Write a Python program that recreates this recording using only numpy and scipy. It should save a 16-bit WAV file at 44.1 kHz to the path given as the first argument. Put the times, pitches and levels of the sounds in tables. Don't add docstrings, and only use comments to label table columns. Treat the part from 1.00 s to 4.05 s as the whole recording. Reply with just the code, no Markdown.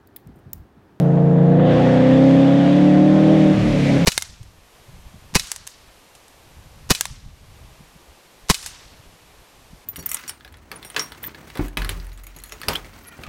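import sys
import numpy as np
from scipy import signal
from scipy.fft import rfft, irfft, next_fast_len
from scipy.io import wavfile
from scipy.ndimage import uniform_filter1d, map_coordinates

SR = 44100
rng = np.random.default_rng(int(sys.argv[2]) if len(sys.argv) > 2 else 0)


def file_out(sig):
    cols = np.atleast_2d(sig).T
    lim = np.clip(cols, -1, 1)
    pcm = np.round(lim * 32767).astype(np.int16)
    wavfile.write(sys.argv[1], SR, pcm)


def boost_factor(decibels):
    exponent = np.asarray(decibels, float) / 20
    return 10 ** exponent


N = 134505
TIME = np.arange(N) / SR
STEP = 32


def unit(x):
    return x / np.sqrt(np.mean(np.abs(x) ** 2) + 1e-20)


def along(points, hz):
    f, v = np.transpose(points)
    return np.interp(np.log(hz + 1), np.log(f + 1), v)


def curves(rows):
    s, *columns = np.transpose(rows)
    return [np.interp(TIME, s, column) for column in columns]


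def ramp(t, middle_s, takes_s):
    return np.clip((t - middle_s) / takes_s + 0.5, 0, 1)


def bell(t, middle, width):
    return np.exp(-0.5 * ((t - middle) / width) ** 2)


def wobble(rate, step=1):
    knots = rng.standard_normal(int(N * 60 / SR))
    return map_coordinates(knots, [np.arange(0, N, step) * rate / SR])


def rush(spectrum, patchy_db, gate=1):
    z = signal.stft(rng.standard_normal(N), nperseg=512)[2]
    field = uniform_filter1d(rng.standard_normal(z.shape), size=6, axis=0)
    field = uniform_filter1d(field, size=14, axis=1)
    patchy = signal.istft(z * boost_factor(patchy_db * unit(field)), nperseg=512)[1][:N]
    m = next_fast_len(N + 8192)
    colour = boost_factor(along(spectrum, np.fft.rfftfreq(m, 1 / SR)))
    return unit(irfft(rfft(patchy * gate, m) * colour, m)[:N])


# time in seconds, four-stroke cycles in Hz, engine level in dB.
ENGINE_SPEED = [(0.0, 28.24, -1), (0.26, 28.85, 0.4), (0.47, 29.15, 1.7), (0.64, 30.54, 2.2),
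                (0.75, 30.4, 0), (1.17, 32.92, 0.3), (1.53, 34.61, 0.1), (1.83, 36.87, -0.9),
                (1.94, 37.19, -0.8), (2.34, 39.74, 1.65), (2.47, 38.61, 0.3), (2.56, 38.52, 0.5),
                (2.8, 36.31, -1.2), (2.85, 34.93, -1), (2.96, 34.17, 1.3), (3.05, 34.13, -2)]


def engine():
    state = throttle()
    cycle_hz, level_db = curves(ENGINE_SPEED)
    turn = 0.06 + 2 * np.pi * np.cumsum(cycle_hz) / SR
    firing = 1 + 0.07 * (np.cos(8 * turn) + 0.6 * np.cos(4 * turn) + 0.3 * np.cos(2 * turn))
    body = boost_factor(level_db) * (orders(state, cycle_hz, turn) + boom(state))
    return body + rasp(firing) + snarl(turn) + engine_bay(firing)


def throttle():
    opened = ramp(TIME, 0.61, takes_s=0.28)
    shut = ramp(TIME, 2.535, takes_s=0.035)
    return np.array([1 - opened, opened - shut, shut])


# multiple of the cycle rate, dB at part throttle, dB wide open at low, middle and high speed.
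POWER_TONES = [(1, -4.5, -6, -3, -6.5), (2, -20.5, -14, -19.5, -12), (3, -12, -8.0, -17.5, -17.5),
               (4, -17, -4, -5.5, 2.5), (5, 0.5, 1, 8, 4.5), (6, 9.5, -2, 1.0, -8),
               (7, -1, -1.5, 6.5, -0.5), (8, 0, 10.5, 8.5, 11.5), (9, -6, -0.5, -2, 6),
               (10, -12, -4, 1.5, 14.5), (11, 0, 3, 5.5, -5.5), (12, -15, 0, 6, -10),
               (13, 8.5, 14.5, -4.5, -1.5), (14, 3, 4, -5.5, -7), (15, -0.5, -2, -1, -1),
               (16, 6.5, 8.5, -2, 3.5), (17, -4.5, 4, -14.5, -7), (18, -8.5, -7.0, -3.5, -9),
               (19, -12.5, -20, 9.5, 4.0), (20, -9, 2, 4.5, 9), (21, -10, -5.5, 7, 2.5),
               (22, -2.5, 7, -9.5, 11.5), (23, 2.5, 5.5, 13, 7), (24, 3.5, 9.5, 2, 0.5),
               (25, -3.5, 11.5, 10, -4), (26, -6.5, 2.5, 4, -3.5), (27, 1.5, 14, 2.5, 8.5),
               (28, 5, 11.5, 5.5, 9.5), (29, 4.5, 11, 3, -2), (30, -2.5, 10, -3, 2.0),
               (31, 7, -2, 1.5, 8.5), (32, 2, -2, 0.5, 3.0), (33, 4, 7, 7, -1), (34, -5, 3, 2, -3.5),
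               (35, -4, 6.5, 0, -2), (36, -3, 15.5, 0, 0.5)]
SPEEDS_HZ = [31, 35.5, 39.5]
# multiple of the cycle rate, dB burbling, dB coasting, dB settled.
OVERRUN_TONES = [(1, -12.0, -17, -12.0), (2, -12.5, -12.5, -12), (3, -2.5, -10, -10), (4, -4, -0.5, -11.5),
                 (5, 0, 1.5, 8.5), (6, 10.5, 4.5, -2.5), (7, -18, 5, 1), (8, 2, 3, -4.5),
                 (9, -3.5, -2.5, -10.5), (10, 1, -4, -9.5), (11, -9, -1, 5.0), (12, -11, 3, -2),
                 (13, -13, -6, -5.5), (14, -9, -13, -11.5), (15, -8, -8.5, -10), (16, -6, -8, -6),
                 (17, -6, -11.5, -9.5), (18, -11, -10, -10), (19, 1, -22, -3.5), (20, 0.5, -10.0, -7.0),
                 (21, 2, -7.5, -11.5), (22, 0, 2, -5.5), (23, -4, -9, -6), (24, -6, 4, 6),
                 (25, -13, -5, -2.0), (26, -1.5, -7, 2.5), (27, -13, -18, -0.5), (28, -5, -11, -3.5),
                 (29, -7, -12, -4.5), (30, 5.0, -13, -4), (31, -2.5, -5, 0.5), (32, 7, -7, -1),
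                 (33, 9, -5, 1), (34, -0.0, 2.0, -2), (35, -6, -3, 4), (36, -3, -8, 3)]
ROUGHNESS = [.002, .005, .12]
# frequency in Hz, level in dB.
BODYWORK = [(25, -55), (60, -32), (120, -31), (400, -34), (700, -41), (900, -54), (1200, -60)]
# centre in Hz, width in Hz, boost in dB.
CABIN_MODES = [(136, 25.2, 14.5), (189.9, 7.7, 9.5), (233.4, 5.4, -2.5), (263, 8.9, 6), (291.8, 19.7, 11.0),
               (335.3, 11, 7), (388, 37.3, -11.5), (467.7, 11, 6), (517, 14.6, 7), (568.4, 37, 13.5),
               (643, 14, 2), (698.4, 24, 3), (743, 7.9, 2), (910, 26, -4)]


def orders(state, cycle_hz, turn):
    burble_ends_s, settles_s, change_s = 2.72, 2.99, 0.05
    smear_hz = 21.92
    at = np.arange(0, N, STEP)
    state, cycle_hz, t = state[:, ::STEP], cycle_hz[::STEP], at / SR
    part, full, shut = state
    coasts = ramp(t, burble_ends_s, change_s)
    settles = ramp(t, settles_s, change_s)
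    overrun = np.array([shut - coasts, coasts - settles, settles])
    stumble_db = -2 * bell(t, burble_ends_s, 0.022)

    out = np.zeros(N)
    for k, (power_row, overrun_row) in enumerate(zip(POWER_TONES, OVERRUN_TONES), start=1):
        _, part_db, *open_db = power_row
        _, *shut_db = overrun_row
        hz = k * cycle_hz
        source_db = part * part_db + full * np.interp(cycle_hz, SPEEDS_HZ, open_db)
        source_db = source_db + shut_db @ overrun + stumble_db
        cabin_db = along(BODYWORK, hz) + sum(db * bell(hz, c, w) for c, w, db in CABIN_MODES)

        rough = np.clip(ROUGHNESS @ state + 0.0003 * k ** 2, 0, 1)
        steady = np.sqrt(1 - rough) * boost_factor(0.4 * wobble(5.0, STEP))
        smear = (wobble(smear_hz, STEP) + 1j * wobble(smear_hz, STEP)) / np.sqrt(2)
        size = boost_factor(source_db + cabin_db) * (steady + np.sqrt(rough) * smear)

        phase = k * turn + 3 * np.pi / 8 * k ** 2 + 1.41
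        out += np.sqrt(2) * np.real(np.interp(np.arange(N), at, size) * np.exp(1j * phase))
    return out


# frequency in Hz, level in dB per Hz.
BOOM_COLOUR = [(35, -61), (60, -17.5), (97, -19), (166, -6), (220, -6.5), (312, -10.5), (373, -12.5),
               (528, -9.5), (1300, -33.5), (1690, -64), (2860, -120)]


def boom(state):
    level_db = -26.5 + [-6.5, 0, 1] @ state
    return boost_factor(level_db) * rush(BOOM_COLOUR, patchy_db=-2.5)


# frequency in Hz, level in dB per Hz.
RASP_COLOUR = [(500, -61), (950, -4), (1300, -5.5), (1870, -3), (2300, -9), (3500, -8), (4600, -23.5),
               (7000, -52.5), (12000, -110)]
# frequency in Hz, level in dB per Hz.
FIZZ_COLOUR = [(2500, -64.5), (4500, 7), (6500, -1.5), (9000, -10.5), (11800, -21.5), (13500, -37.5),
               (16000, -86.5)]
# time in seconds, level in dB.
RASP_SWELL = [(.3, -19.5), (.55, -10.5), (.64, -4.5), (.72, 3), (.9, 1.5), (1.3, -1), (1.7, 1.5),
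              (2.05, -4), (2.4, -0.5), (2.6, -5.5)]


def rasp(firing):
    swell_db, = curves(RASP_SWELL)
    rough = boost_factor(-35 + swell_db) * rush(RASP_COLOUR, patchy_db=1.5, gate=firing)
    sets_in = np.clip((TIME - 0.655) / 0.05 + 0.5, 0.05, 1)
    fizz = sets_in * boost_factor(-56 + swell_db) * rush(FIZZ_COLOUR, patchy_db=2.0, gate=firing)
    return rough + fizz


# frequency in Hz, level in dB per Hz.
SNARL_COLOUR = [(900, -57.5), (1350, -10.5), (1600, -1.5), (1900, -2), (2200, -22), (3200, -72.5)]
# time in seconds, level in dB.
SNARL_SWELL = [(.25, -51.5), (.42, -45), (.56, -42), (.8, -42.5), (1.1, -42.5), (1.5, -51.5), (2.5, -54),
               (2.6, -83)]


def snarl(turn):
    throb = np.cos(turn) + np.cos(2 * turn) + np.cos(3 * turn) + 0.7 * np.cos(4 * turn)
    level_db, = curves(SNARL_SWELL)
    return boost_factor(level_db) * rush(SNARL_COLOUR, patchy_db=-2.0, gate=1 + 0.25 * throb)


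# frequency in Hz, level in dB per Hz.
BAY_COLOUR = [(500, -40.5), (900, -10), (1700, -21), (2500, -28.5), (5200, -42.5), (6500, -42.5),
              (11500, -57.5), (14000, -100)]


def engine_bay(firing):
    return boost_factor(-41) * rush(BAY_COLOUR, patchy_db=1, gate=firing)


# start in seconds, level in dB.
KNOCKS = [
    (.174, -33),
    (.592, -21.5),
    (0.865, -22),
]
# frequency in Hz, level in dB per Hz.
KNOCK_COLOUR = [(400, -39), (700, 5), (1800, -8), (3500, -26), (6000, -60.5)]


def knocks():
    rise_s, t60_s = 0.003, 0.074
    shape = np.zeros(N)
    for start_s, db in KNOCKS:
        after = np.maximum(TIME - start_s, 0)
        shape += (1 - np.exp(-(after / rise_s) ** 2)) * boost_factor(db - 60 * after / t60_s)
    return shape * rush(KNOCK_COLOUR, patchy_db=0)


# frequency in Hz, level in dB per Hz.
WIND_COLOUR = [(600, -59.5), (1400, -10), (2280, -4), (2900, -9), (5400, -17.5), (6200, -19),
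               (12000, -36.5), (14500, -59.5), (16000, -100)]
# time in seconds, level in dB.
WIND_LEVEL = [(0, -68.5), (.6, -58), (.75, -41.5), (2.1, -40.5), (2.5, -37.5), (2.75, -34.5), (2.88, -33),
              (3.05, -33)]
# frequency in Hz, level in dB per Hz.
GAP_COLOUR = [(1500, -74), (1950, -3), (2280, 5), (2650, -19), (3400, -74)]


def wind():
    level_db, = curves(WIND_LEVEL)
    hiss = boost_factor(level_db + 0.69 * wobble(8)) * rush(WIND_COLOUR, patchy_db=0.4)
    gust = bell(TIME, 2.86, 0.056)
    return hiss + boost_factor(-39) * gust * rush(GAP_COLOUR, patchy_db=9.0)


# frequency in Hz, level in dB per Hz.
ROAD_COLOUR = [(11, -45.5), (18, -16), (32, -7.5), (92, -12), (110, -14), (140, -22), (240, -120)]
# time in seconds, level in dB.
ROAD_SWELL = [(0, -1), (.25, 3), (.6, -1.5), (1.2, -2.5), (1.55, -3), (2, 1.5), (2.55, 0), (2.68, -8),
              (2.8, 0), (3.05, 9)]


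def road():
    swell_db, = curves(ROAD_SWELL)
    rumble = boost_factor(-43.5 + swell_db + 1.3 * wobble(3.9)) * rush(ROAD_COLOUR, patchy_db=0.5)
    bump_s, bump_hz = 2.7, 45.1
    bump = boost_factor(-25) * bell(TIME, bump_s, 0.066) * np.sin(2 * np.pi * bump_hz * (TIME - bump_s))
    return rumble + bump


# start in seconds, level in dB, time to fall by 60 dB in seconds.
TICKS = [(.008, -53, .25), (.24, -64, .06), (.44, -62, .05), (.868, -58, .06), (.665, -62, .05),
         (1.1, -61, .04), (1.3, -61, .04), (1.722, -58, .12)]
# frequency in Hz, level in dB per Hz.
TICK_COLOUR = [(2000, -17), (4000, 3), (9000, -3), (15000, -5), (16000, -41)]


def trim():
    rise_s = 0.003
    shape = np.zeros(N)
    for start_s, db, t60_s in TICKS:
        after = np.maximum(TIME - start_s, 0)
        shape += (1 - np.exp(-after / rise_s)) * boost_factor(db - 60 * after / t60_s)
    return shape * rush(TICK_COLOUR, patchy_db=3)


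def scene():
    return (engine() + knocks() + wind() + road() + trim())[None]


def low_pass(x):
    return signal.sosfilt(signal.butter(12, 15590, fs=SR, output="sos"), x)


def record(dry):
    ceiling, knee = 0.9, 5
    x = dry / (1 + np.abs(dry / ceiling) ** knee) ** (1 / knee)
    return low_pass(x)


dry = scene()
out = record(dry)
file_out(out)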